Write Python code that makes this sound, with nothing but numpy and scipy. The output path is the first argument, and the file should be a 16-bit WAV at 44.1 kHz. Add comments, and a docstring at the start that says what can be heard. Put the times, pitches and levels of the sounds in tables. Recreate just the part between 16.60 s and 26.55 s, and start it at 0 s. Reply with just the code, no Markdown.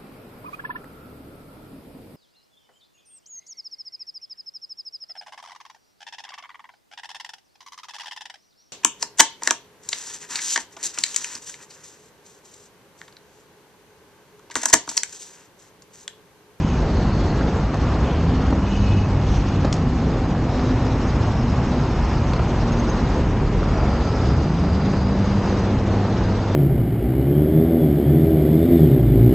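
"""On a concrete city pavement beside a busy road, someone rolls along on inline skates.
Random grit impacts, coloured and swelling with each push, make the wheels' roar and hiss.
Decaying boot notes make the knocks over slab joints; noise through resonances makes scuffs and squeals.
Coloured noise makes the deep traffic rumble and tyre wash; gliding sine notes make the engines.
Shop fronts throw back a little of the knocks, thuds, clicks and squeaks."""
import sys
import numpy as np
from scipy import signal
from scipy.fft import rfft, irfft
from scipy.io import wavfile
from scipy.ndimage import uniform_filter1d

SR = 44100
rng = np.random.default_rng(int(sys.argv[2]) if len(sys.argv) > 2 else 0)


def unload_audio(sound):
    """Save the sound as a 16-bit wav file, at the path given as the first command line argument."""
    columns = np.transpose(np.atleast_2d(sound))
    # keep every value between -1 and 1, then stretch to whole-number steps
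    steps = np.round(np.clip(columns, -1, 1) * 32767)
    wavfile.write(sys.argv[1], SR, steps.astype(np.int16))


N = 438794
T = np.arange(N) / SR  # time in seconds

# Colour of gritty noise: pitch_hz [Hz], level_db [dB per Hz]
GRIT_COLOUR = [(1200, -3.5), (2500, -1.5), (3500, 5), (5000, 3), (6400, 1), (7200, -6), (8100, -14.5),
               (9000, -38)]
# The skater leans on a skate and pushes: start_s [s], length_s [s], roar_db [dB], grit_db [dB]
SKATE_PUSHES = [(0.154, .83, -31.5, -50), (1.201, 0.7, -34, -52), (2.061, 0.32, -44, -47.5),
                (2.653, 0.33, -40, -49.5), (3.8, 1.1, -32, -51), (4.913, 0.84, -33, -50),
                (5.867, .76, -30.5, -48), (7.015, 0.78, -28.5, -49.5), (7.969, 1, -31, -52),
                (8.819, 1.1, -28.5, -50.5)]


def undb(db):
    """Turn decibels into a gain."""
    return 10 ** (np.asarray(db) / 20)


def unit(x):
    """Scale a sound to an average (rms) level of 1."""
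    return x / np.sqrt(np.mean(x ** 2))


def colour(x, points):
    """Shape a sound's spectrum by (Hz, dB) points, falling steeply outside them."""
    hz, db = np.transpose(points)
    f = np.log(np.fft.rfftfreq(len(x), 1 / SR) + 1)
    outside = np.abs(f - np.clip(f, np.log(hz[0]), np.log(hz[-1])))
    gain = undb(np.interp(f, np.log(hz), db) - 73.0 * outside)  # about 51 dB per octave outside
    return irfft(rfft(x) * gain, len(x))


def resonate(x, hz, width):
    """Pass a sound through one resonance, with gain 1 at its centre."""
    return signal.lfilter(*signal.iirpeak(hz, hz / width, fs=SR), x)


def walk(rate):
    """Slow chance: random levels, each held for 1 / rate seconds, then smoothed twice."""
    k = int(SR / rate)
    steps = np.repeat(rng.standard_normal(N // k + 1), k)
    return unit(uniform_filter1d(uniform_filter1d(steps, k), k)[:N])


def gate(start, end, fade):
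    """Let sound through from start to end, with soft edges."""
    opening = np.clip((T - start) / fade + .5, 0, 1)
    closing = np.clip((end - T) / fade + .5, 0, 1)
    return opening * closing


def grains(rate, spread_db):
    """Tiny impacts at random moments, a few much bigger than the rest."""
    sizes = undb(spread_db * np.minimum(rng.standard_exponential(N), 5))
    return unit((rng.random(N) < rate / SR) * sizes * rng.choice([-1, 1], N))


def strike(t, decay):
    """Loudness of a blow: a very fast rise, then a decay."""
    return (1 - np.exp(-t / .0003)) * np.exp(-t / decay)


def add(out, s, sound):
    """Mix a sound in, starting at s seconds."""
    i = max(int(s * SR), 0)
    out[i:i + len(sound)] += sound[:N - i]


def passing(table, far_db):
    """Gain of things that go by, falling as 1 / distance, over a steady far level."""
    power = undb(far_db) ** 2
    for s, width, db in table:
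        power = power + undb(db) ** 2 / (1 + ((T - s) / width) ** 2)
    return np.sqrt(power)


def far_engines(count):
    """Engines further along the road, each drifting in speed and fading in and out."""
    out = np.zeros(N)
    for hz in np.geomspace(68, 160, count):
        phase = 2 * np.pi * np.cumsum(hz * (1 + .04 * walk(2))) / SR
        fading = undb(3 * walk(4))
        notes = np.sin(phase) + .35 * np.sin(2 * phase) + .1 * np.sin(3 * phase)
        out += unit(fading * notes) / np.sqrt(hz)  # higher engines are softer
    return unit(out)


def engine(curve, overtones_db):
    """Gliding revs drive a firing note, its octave droning in the exhaust and weak overtones."""
    glide_s = .12  # an engine's inertia smooths its changes of speed
    s, *columns = np.transpose(curve)
    hz, firing_db, drone_db = (np.interp(T, s, column) for column in columns)
    hz = uniform_filter1d(hz, int(glide_s * SR))
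    phase = 2 * np.pi * np.cumsum(hz * (1 + .009 * walk(14))) / SR
    firing = undb(firing_db + 1.3 * walk(20)) * np.sin(phase)
    overtones = sum(np.sin(k * phase + rng.uniform(0, 2 * np.pi)) / k for k in range(3, 7))
    drone = np.sin(2 * phase) + undb(overtones_db) * overtones
    exhaust = undb(drone_db + 1.3 * walk(12) + 1.6 * walk(45)) * drone
    return np.sqrt(2) * (firing + exhaust) * gate(s[0], s[-1], fade=0.12)


def traffic():
    """Deep rumble, a mingle of far engines, the wash of passing tyres, and near engines in turn."""
    # Colours of the deepest rumble, the road's rumble and the tyres: pitch_hz [Hz], level_db [dB per Hz]
    deep_colour = [(18, -23.5), (30, -12.5), (41, -9), (52, -5.5), (65, -6.5), (90, -19.5)]
    rumble_colour = [(45, -11), (65, -6.5), (85, 0), (125, -1.5), (165, -1.5), (250, -5.5), (330, -14),
                     (600, -32)]
    tyre_colour = [(400, -20.5), (750, 4.5), (1000, 4), (1300, 0), (1650, -6), (2200, -8.5), (2900, -11),
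                   (4000, -28.5), (7000, -26)]
    # Swells of the deepest rumble, clusters of engines going by, tyres of passing cars:
    # nearest_s [s], width_s [s to 3 dB down on either side, sign ignored], level_db [dB]
    deep_swells = [(.45, -0.3, -25.5), (2.3, 0.98, -26), (4.0, 0.35, -27.5), (5.65, 0.76, -26.5),
                   (6.55, 0.08, -23), (9.0, 1.66, -31.5)]
    engine_passes = [(.55, 0.7, -24), (3.7, -0.03, -26.5), (4.7, 1, -28.5), (6.9, 0.8, -27.5),
                     (8.2, 1, -26.5)]
    car_passes = [(1.2, 0.78, -37), (4.4, .5, -38.5), (5.9, 0.895, -35), (7.25, 0.16, -38.5),
                  (8.9, 0.11, -34)]
    # Near engines, one curve for each stretch of steady running, so a vehicle may take several: time_s [s],
    # firing_hz [Hz], firing_db [dB], drone_db [dB]
    near_curves = [
        [(0, 46, -30, -38), (.5, 47, -23.5, -38), (.8, 55, -25, -38), (1.05, 58, -21.5, -38),
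         (1.3, 54, -23, -38), (1.45, 62, -26, -38)],
        [(1.72, 65, -25, -42), (2.05, 64, -22, -42), (2.3, 57, -31, -42), (2.6, 54, -28, -42),
         (2.85, 52, -25, -42)],
        [(1.4, 62, -28, -40), (1.62, 83, -26, -29), (1.85, 95, -28, -30), (2.1, 98, -33, -30),
         (2.3, 99.5, -22.5, -27), (2.7, 97.5, -25, -32), (3.05, 95, -27, -30), (3.25, 92, -23, -40)],
        [(1.42, 110, -38, -34), (1.62, 129.5, -40, -29.5), (1.85, 132, -42, -30), (2.15, 131, -42, -37),
         (2.55, 131, -31, -35), (3.0, 131, -33, -36), (3.3, 132, -32, -37), (3.45, 131.5, -31, -29),
         (3.8, 129, -40, -36), (4.1, 127.5, -38, -26.5), (4.35, 129, -36, -33), (4.5, 128, -38, -42)],
        [(2.5, 68, -40, -29), (2.9, 74, -40, -29), (3.25, 81.5, -36, -29), (3.55, 83.5, -34, -28)],
        [(3.2, 130, -42, -28), (3.3, 120, -38, -24.5), (3.46, 105, -38, -29)],
        [(4.15, 111, -27.5, -40), (4.6, 114, -27, -39), (4.95, 121, -26.5, -30), (5.4, 120, -31, -34),
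         (5.9, 117, -31, -37), (6.1, 116, -30, -29), (6.35, 116, -34, -27.5), (6.5, 116, -36, -38)],
        [(4.4, 70, -32, -32), (4.65, 72, -34, -28), (4.9, 73, -36, -40), (5.2, 73.5, -35, -34),
         (5.75, 72, -38, -34)],
        [(5.3, 45, -28, -42), (5.6, 44, -26.5, -40), (6.1, 45, -30, -38), (6.6, 43, -24.5, -40),
         (7.0, 42.5, -24, -42), (7.5, 43, -27, -42)],
        [(7.15, 70, -28, -30), (7.3, 66, -22.5, -32), (7.5, 62, -34, -40), (7.7, 68, -23, -38),
         (7.85, 76, -23, -40), (8.0, 78, -32, -40), (8.12, 72, -22, -34), (8.25, 75, -32, -28),
         (8.5, 75, -40, -34)],
        [(7.48, 49, -36, -31), (7.65, 58, -36, -26), (7.85, 73, -32, -26), (8.0, 87, -31, -23),
         (8.25, 96, -28, -25), (8.55, 97.3, -29, -25), (8.9, 99.5, -28, -25.5), (9.2, 98.7, -26, -27),
         (9.55, 100, -24, -30), (10, 99.5, -23, -32)],
        [(8.9, 89, -38, -36), (9.4, 92, -38, -31), (10, 91.5, -36, -31)],
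    ]
    far_tyres_db, far_deep_db, far_engines_db = -37, -31.3, -23.5  # the steady road behind them

    deep = unit(colour(rng.standard_normal(N), deep_colour)) * passing(deep_swells, far_deep_db)
    rumble = unit(colour(rng.standard_normal(N), rumble_colour))
    mingle = .8 * rumble + .6 * far_engines(count=12)
    tyres = unit(colour(rng.standard_normal(N), tyre_colour)) * passing(car_passes, far_tyres_db)
    tyres = tyres * undb(0.57 * walk(9))
    near = sum(engine(curve, overtones_db=-10) for curve in near_curves)
    return deep + mingle * passing(engine_passes, far_engines_db) + tyres + near


def fronts(x, wet_db, t60):
    """Scattered echoes from the shop fronts, fading by 60 dB in t60 seconds and duller than the direct sound."""
    t = T[:SR // 2]
    tail = colour(rng.standard_normal(len(t)), [(100, 1), (5000, 1.5), (9000, -8)])
    tail = tail * undb(-60 * t / t60) * (t > .012)  # the first echo needs 12 ms
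    return x + undb(wet_db) * signal.fftconvolve(x, tail / np.linalg.norm(tail))[:N]


def squeaks():
    """Thin chirps that swell in a few milliseconds and sag in pitch."""
    # Short squeaks: start_s [s], pitch_hz [Hz, around which it sags and wavers], peak_db [dB]
    chirps = [(6.119, 6480, -38.5), (6.194, 6395, -36.5), (6.296, 6275, -34.5)]
    out, t = np.zeros(N), T[:2048]
    for s, hz, db in chirps:
        rise = t / 0.00507  # loudest at 1
        sag = 0.038 * (np.exp(-rise) - .3)
        pitch = hz * (1 + sag + 0.017 * walk(700)[:len(t)])
        swell = rise * np.exp(1 - rise)
        add(out, s, undb(db) * swell * np.sin(2 * np.pi * np.cumsum(pitch) / SR))
    return out


def squeals():
    """A dry wheel sticks and slips: thin, rough notes that start at once and keep breaking up."""
    # Squealing notes: start_s [s], end_s [s], pitch_hz [Hz], level_db [dB]
    notes = [(0.02, .19, 2494, -51), (0, .17, 2987, -51.5), (2.04, 2.43, 2915, -47),
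             (2.06, 2.45, 2560, -46)]
    width_share, flicker_db = .042, 1.3  # width of each resonance as a share of its pitch
    rub, out = grains(rate=3000, spread_db=2.0), np.zeros(N)
    for start, end, hz, db in notes:
        width = width_share * hz
        note = resonate(resonate(rub, hz, width), hz, width)
        broken = unit(note * undb(flicker_db * walk(25)))
        out += broken * undb(db) * gate(start, end, fade=.025)
    return out


def whirrs():
    """Wheels scuffing sideways and dry bearings excite narrow resonances, with an uneven grip."""
    # Scuffs and whirrs: start_s [s], end_s [s], pitch_hz [Hz],
    # width_hz [Hz, of each of two resonances in a row], level_db [dB]
    rubs = [(0, .2, 2730, 1600, -46), (0, .18, 6350, 400, -53), (0.181, .85, 4325, 600, -51),
            (1.05, 1.95, 4235, 300, -57.5), (1.406, 1.609, 2747, 1400, -42.5), (1.62, 1.93, 3050, 900, -49),
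            (2.11, 2.18, 2920, 350, -44), (2.077, 2.454, 6420, 400, -56), (2.649, 3.052, 2790, 1200, -46.5),
            (2.69, 2.82, 5980, 900, -47.5), (3.88, 4.25, 3880, 600, -51.5), (8.0, 9.95, 3987, 700, -55.5),
            (6.798, 7.3, 2213, 600, -47), (3.9, 5.6, 5240, 602, -53), (5.735, 5.8, 4450, 1000, -45),
            (6.148, 6.599, 923, 200, -40.5), (6.15, 6.601, 4790, 220, -57), (7.02, 7.75, 1316, 100, -43),
            (7.05, 9.05, 4810, 320, -51), (7.5, 7.752, 5040, 350, -51.5), (9.6, 9.95, 4810, 240, -57)]
    rub, out = grains(rate=4000, spread_db=3.0), np.zeros(N)
    for start, end, hz, width, db in rubs:
        note = unit(resonate(resonate(rub, hz, width), hz, width))
        out += note * undb(db) * gate(start, end, fade=0.08)
    grip = unit(undb(1.5 * walk(40) + 1.5 * walk(9)))
    return out * grip


def clicks():
    """Grit snaps dully under a wheel; metal snaps brightly, and both ring briefly."""
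    # Hard clicks: start_s [s], level_db [dB, before the blow's fade], brightness [0 grit to 1 metal]
    snaps = [(1.143, -33, 0), (1.907, -36, .9), (2.133, -38, 0), (2.667, -33.5, 0), (2.887, -33, 0),
             (3.052, -30, .1), (3.1272, -13.8, 1), (3.140, -26, .5), (3.165, -34, .7), (8.297, -37, 0)]
    # Colour of a metal snap: pitch_hz [Hz], level_db [dB per Hz]
    metal_colour = [(300, 3), (600, 5), (850, 3), (1250, 14), (1900, 0), (2900, 1), (3500, 4.5), (4400, 5),
                    (5500, 4), (7000, -2), (7800, 0), (8500, -7), (9200, -28)]
    out, t = np.zeros(N), T[:4096]
    for s, db, bright in snaps:
        noise, bright = rng.standard_normal(len(t)), np.clip(bright, 0, 1)
        mix = bright * colour(noise, metal_colour) + (1 - bright) * colour(noise, GRIT_COLOUR)
        snap = unit(mix) * strike(t, .0018)
        ring = unit(resonate(noise, 6500, 300) + .6 * resonate(noise, 5500, 300)) * strike(t, .012)
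        add(out, s, undb(db) * (snap + 0.097 * ring))
    return out


def thuds():
    """A skate set down flat lands softly: one low swing that dies within a cycle."""
    # Soft landings: start_s [s, one cycle before the peak], pitch_hz [Hz], peak_db [dB]
    landings = [(0.0435, 200, -7), (1.899, 240, -14), (1.923, 200, -11), (3.0445, 260, -13),
                (9.1435, 230, -13)]
    out, t = np.zeros(N), T[:1024]
    for s, hz, db in landings:
        cycles = t * hz - 1  # 0 at the peak
        add(out, s, undb(db) * np.cos(2 * np.pi * cycles) * np.exp(-(2 * cycles) ** 2))
    return out


def knocks():
    """A wheel drops into a joint: sole thuds, shell clacks, rim ticks, and the next wheel follows softly."""
    # Wheels knocking over joints and landing: start_s [s], peak_db [dB, without the tick],
    # contact_hz [Hz that the point of contact favours], shell_db [dB, shell notes against the sole],
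    # tick_db [dB, rim's tick against the body]
    blows = [(0.809, -16, 700, -4, -20), (0.961, -16.5, 510, -7, -24), (1.142, -17.5, 460, -5, -23),
             (1.478, -18.5, 520, -3, -20), (1.901, -18, 300, -10, -23), (1.925, -16.5, 520, -8, -23.5),
             (3.047, -12.5, 540, -8, -14.5), (3.993, -15.5, 340, -12, -22), (4.462, -17.5, 1296, 0, -23),
             (5.138, -17.5, 500, -5, -26), (5.734, -13, 1150, 1, -11.5), (5.7925, -14, 1120, 1.5, -19),
             (7.030, -15, 1315, 7, -27), (8.334, -17.5, 800, -3, -23), (9.448, -15.5, 400, -10, -27.5)]
    # Notes a boot rings with, sole first, then shell, before chance shifts them a little:
    # pitch_hz [Hz], level_db [dB], t60_s [s to fade by 60 dB]
    boot_notes = [(277.88, 1.5, 0.026), (375, -3, 0.021), (545.5, 0, 0.038), (616, -3.5, 0.027),
                  (770, -6, 0.028), (1030, -3, 0.04), (1220, -5.5, .03), (1318, -3.5, 0.031),
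                  (1860, -10, 0.017), (2670, -12.5, 0.028)]
    # Colours of a rim ticking on concrete and of the wheel's dull thump: pitch_hz [Hz], level_db [dB per Hz]
    tick_colour = [(1500, -0.5), (3200, -3.5), (4500, 4.5), (5500, -6), (7000, -9.5), (9000, -26)]
    thump_colour = [(100, 4.5), (300, 2), (700, -2), (1400, -10.5), (2500, -22.5)]
    contact_db, contact_octaves = 7, .35  # how much and how widely contact favours its notes
    thump_db, thump_decay_s = -0.5, .008
    next_wheel_s, next_wheel_share = .03, 0.3

    out, t = np.zeros(N), T[:4096]
    hz, db, t60 = np.transpose(boot_notes)[:, :, None]
    for s, peak_db, contact_hz, shell_db, tick_db in blows:
        level_chance, pitch_chance = rng.standard_normal((2, len(boot_notes), 1))
        favoured = np.exp(-(np.log2(hz / contact_hz) / contact_octaves) ** 2)
        # notes above 900 Hz belong to the shell
        note_db = db + 2 * level_chance + (hz > 900) * shell_db + contact_db * favoured
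        swing = np.sin(2 * np.pi * hz * (1 + 0.016 * pitch_chance) * t)
        ring = np.sum(undb(note_db - 60 * t / t60) * swing, axis=0) * strike(t, 0.98)
        tick = colour(rng.standard_normal(len(t)), tick_colour) * strike(t, 0.005)
        thump = colour(rng.standard_normal(len(t)), thump_colour) * strike(t, thump_decay_s)
        body = ring / np.abs(ring).max() + undb(thump_db) * thump / np.abs(thump).max()
        blow = body / np.abs(body).max() + undb(tick_db) * tick / np.abs(tick).max()
        blow = undb(peak_db) * blow
        add(out, s, blow)
        add(out, s + next_wheel_s, next_wheel_share * blow)
    return out


def patches():
    """Coarse concrete rattles a wheel: sparse, heavy grains swell in one broad resonance of the boot."""
    # Coarse patches: middle_s [s], length_s [s between points about 4 dB down],
    # pitch_hz [Hz that the boot favours], level_db [dB at the middle]
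    coarse = [(0.251, .07, 430, -30), (.69, .14, 800, -38), (0.839, .12, 400, -30.5),
              (.80, .08, 1300, -38.5), (1.281, 0.065, 1146, -36), (1.486, .09, 800, -33),
              (1.85, .1, 1243, -37.5), (3.536, .12, 429, -31.5), (3.75, .09, 747, -33),
              (3.95, .14, 600, -33), (4.25, .2, 850, -38), (4.681, .06, 890, -35), (5.241, .07, 847, -34),
              (6.378, .06, 1200, -38), (6.57, 0.092, 426, -30), (6.9, .35, 400, -31), (7.22, .14, 648, -32),
              (9.3, .5, 618, -37)]
    rattle, out = grains(rate=2000, spread_db=1.5), np.zeros(N)
    for s, length, hz, db in coarse:
        width = .5 * hz
        note = unit(resonate(resonate(rattle, hz, width), hz, width))
        out += note * undb(db) * np.exp(-2 * ((T - s) / length) ** 2)
    return out


def pushed(coast_db, push_dbs):
    """Gain of a rolling noise: every push adds its power to that of coasting."""
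    lean_s, lift_s = .08, 0.16  # weight comes on and off a skate
    power = undb(coast_db) ** 2
    for (start, length, _, _), db in zip(SKATE_PUSHES, push_dbs):
        leaning = np.clip((T - start) / lean_s + .5, 0, 1)
        lifting = np.clip((start + length - T) / lift_s + .5, 0, 1)
        power = power + leaning * lifting * undb(db) ** 2
    return np.sqrt(power)


def speckle(x, patchy_db, rate):
    """The contact patch keeps shifting, so each narrow band of the grit comes and goes by itself."""
    spectrum, f = rfft(x), np.fft.rfftfreq(N, 1 / SR)
    place = np.interp(f, np.geomspace(1500, 9000, 18), np.arange(18))
    out = np.zeros(N)
    for k in range(18):
        band = irfft(spectrum * np.maximum(1 - np.abs(place - k), 0), N)
        out += band * undb(patchy_db * walk(rate))
    return unit(out)


def rolling():
    """Rough concrete shakes the boots and grit crackles; both swell with each push and flutter as wheels turn."""
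    # Colour of the wheels' roar: pitch_hz [Hz], level_db [dB per Hz]
    roar_colour = [(120, -14), (230, 0), (310, 0.5), (420, -1.5), (560, -5), (780, -8.5), (1100, -16),
                   (1800, -20.5), (4000, -41.5)]
    coast_roar_db, coast_grit_db = -29.5, -47.5  # the wheels between pushes
    wheel_turn_hz = 17  # middle of a drifting speed
    _, _, roar_dbs, grit_dbs = np.transpose(SKATE_PUSHES)
    turn = np.sin(2 * np.pi * np.cumsum(wheel_turn_hz + 2 * walk(3)) / SR)
    texture = walk(14)  # rougher and smoother patches of pavement

    roar = unit(colour(grains(rate=5000, spread_db=2.0), roar_colour))
    roar = roar * pushed(coast_roar_db, roar_dbs) * undb(0.25 * turn + 0.63 * texture)

    grit, wide = (unit(colour(grains(rate=9000, spread_db=1.0), GRIT_COLOUR)) for _ in range(2))
    grit = speckle(grit, patchy_db=2.5, rate=60)
    flutter = undb(0.86 * turn + 0.89 * walk(60) + 0.5 * texture)
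    grit_gain = pushed(coast_grit_db, grit_dbs) * flutter
    # only a band of the hiss spreads to the sides
    side_colour = [(2400, -59.5), (3000, -6.5), (4500, -2.5), (5600, -3.5), (6500, -34.0), (8500, -24.5)]
    wide = colour(wide, side_colour)
    return roar + grit * grit_gain, wide * grit_gain


def scene():
    """Everything is heard in the middle but for some width in the hiss."""
    roll, wide = rolling()
    road = traffic()
    echoed = fronts(knocks() + thuds() + clicks() + squeaks(), wet_db=-19.5, t60=0.54)
    mid = roll + patches() + whirrs() + squeals() + road + echoed
    return np.array([mid + wide, mid - wide])


def record(dry):
    """A quick gain control slightly evens out the bass, and the top is cut."""
    top_hz = 9150
    bass = signal.sosfiltfilt(signal.butter(2, 260, fs=SR, output="sos"), dry)
    power = uniform_filter1d(np.mean(bass ** 2, axis=0), int(0.023 * SR)) + 1e-9
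    bass_gain = (np.mean(power) / power) ** 0.033
    held = dry + bass * (bass_gain - 1)
    return signal.sosfilt(signal.ellip(8, .2, 70, top_hz, fs=SR, output="sos"), held)


dry = scene()
out = record(dry)
unload_audio(out)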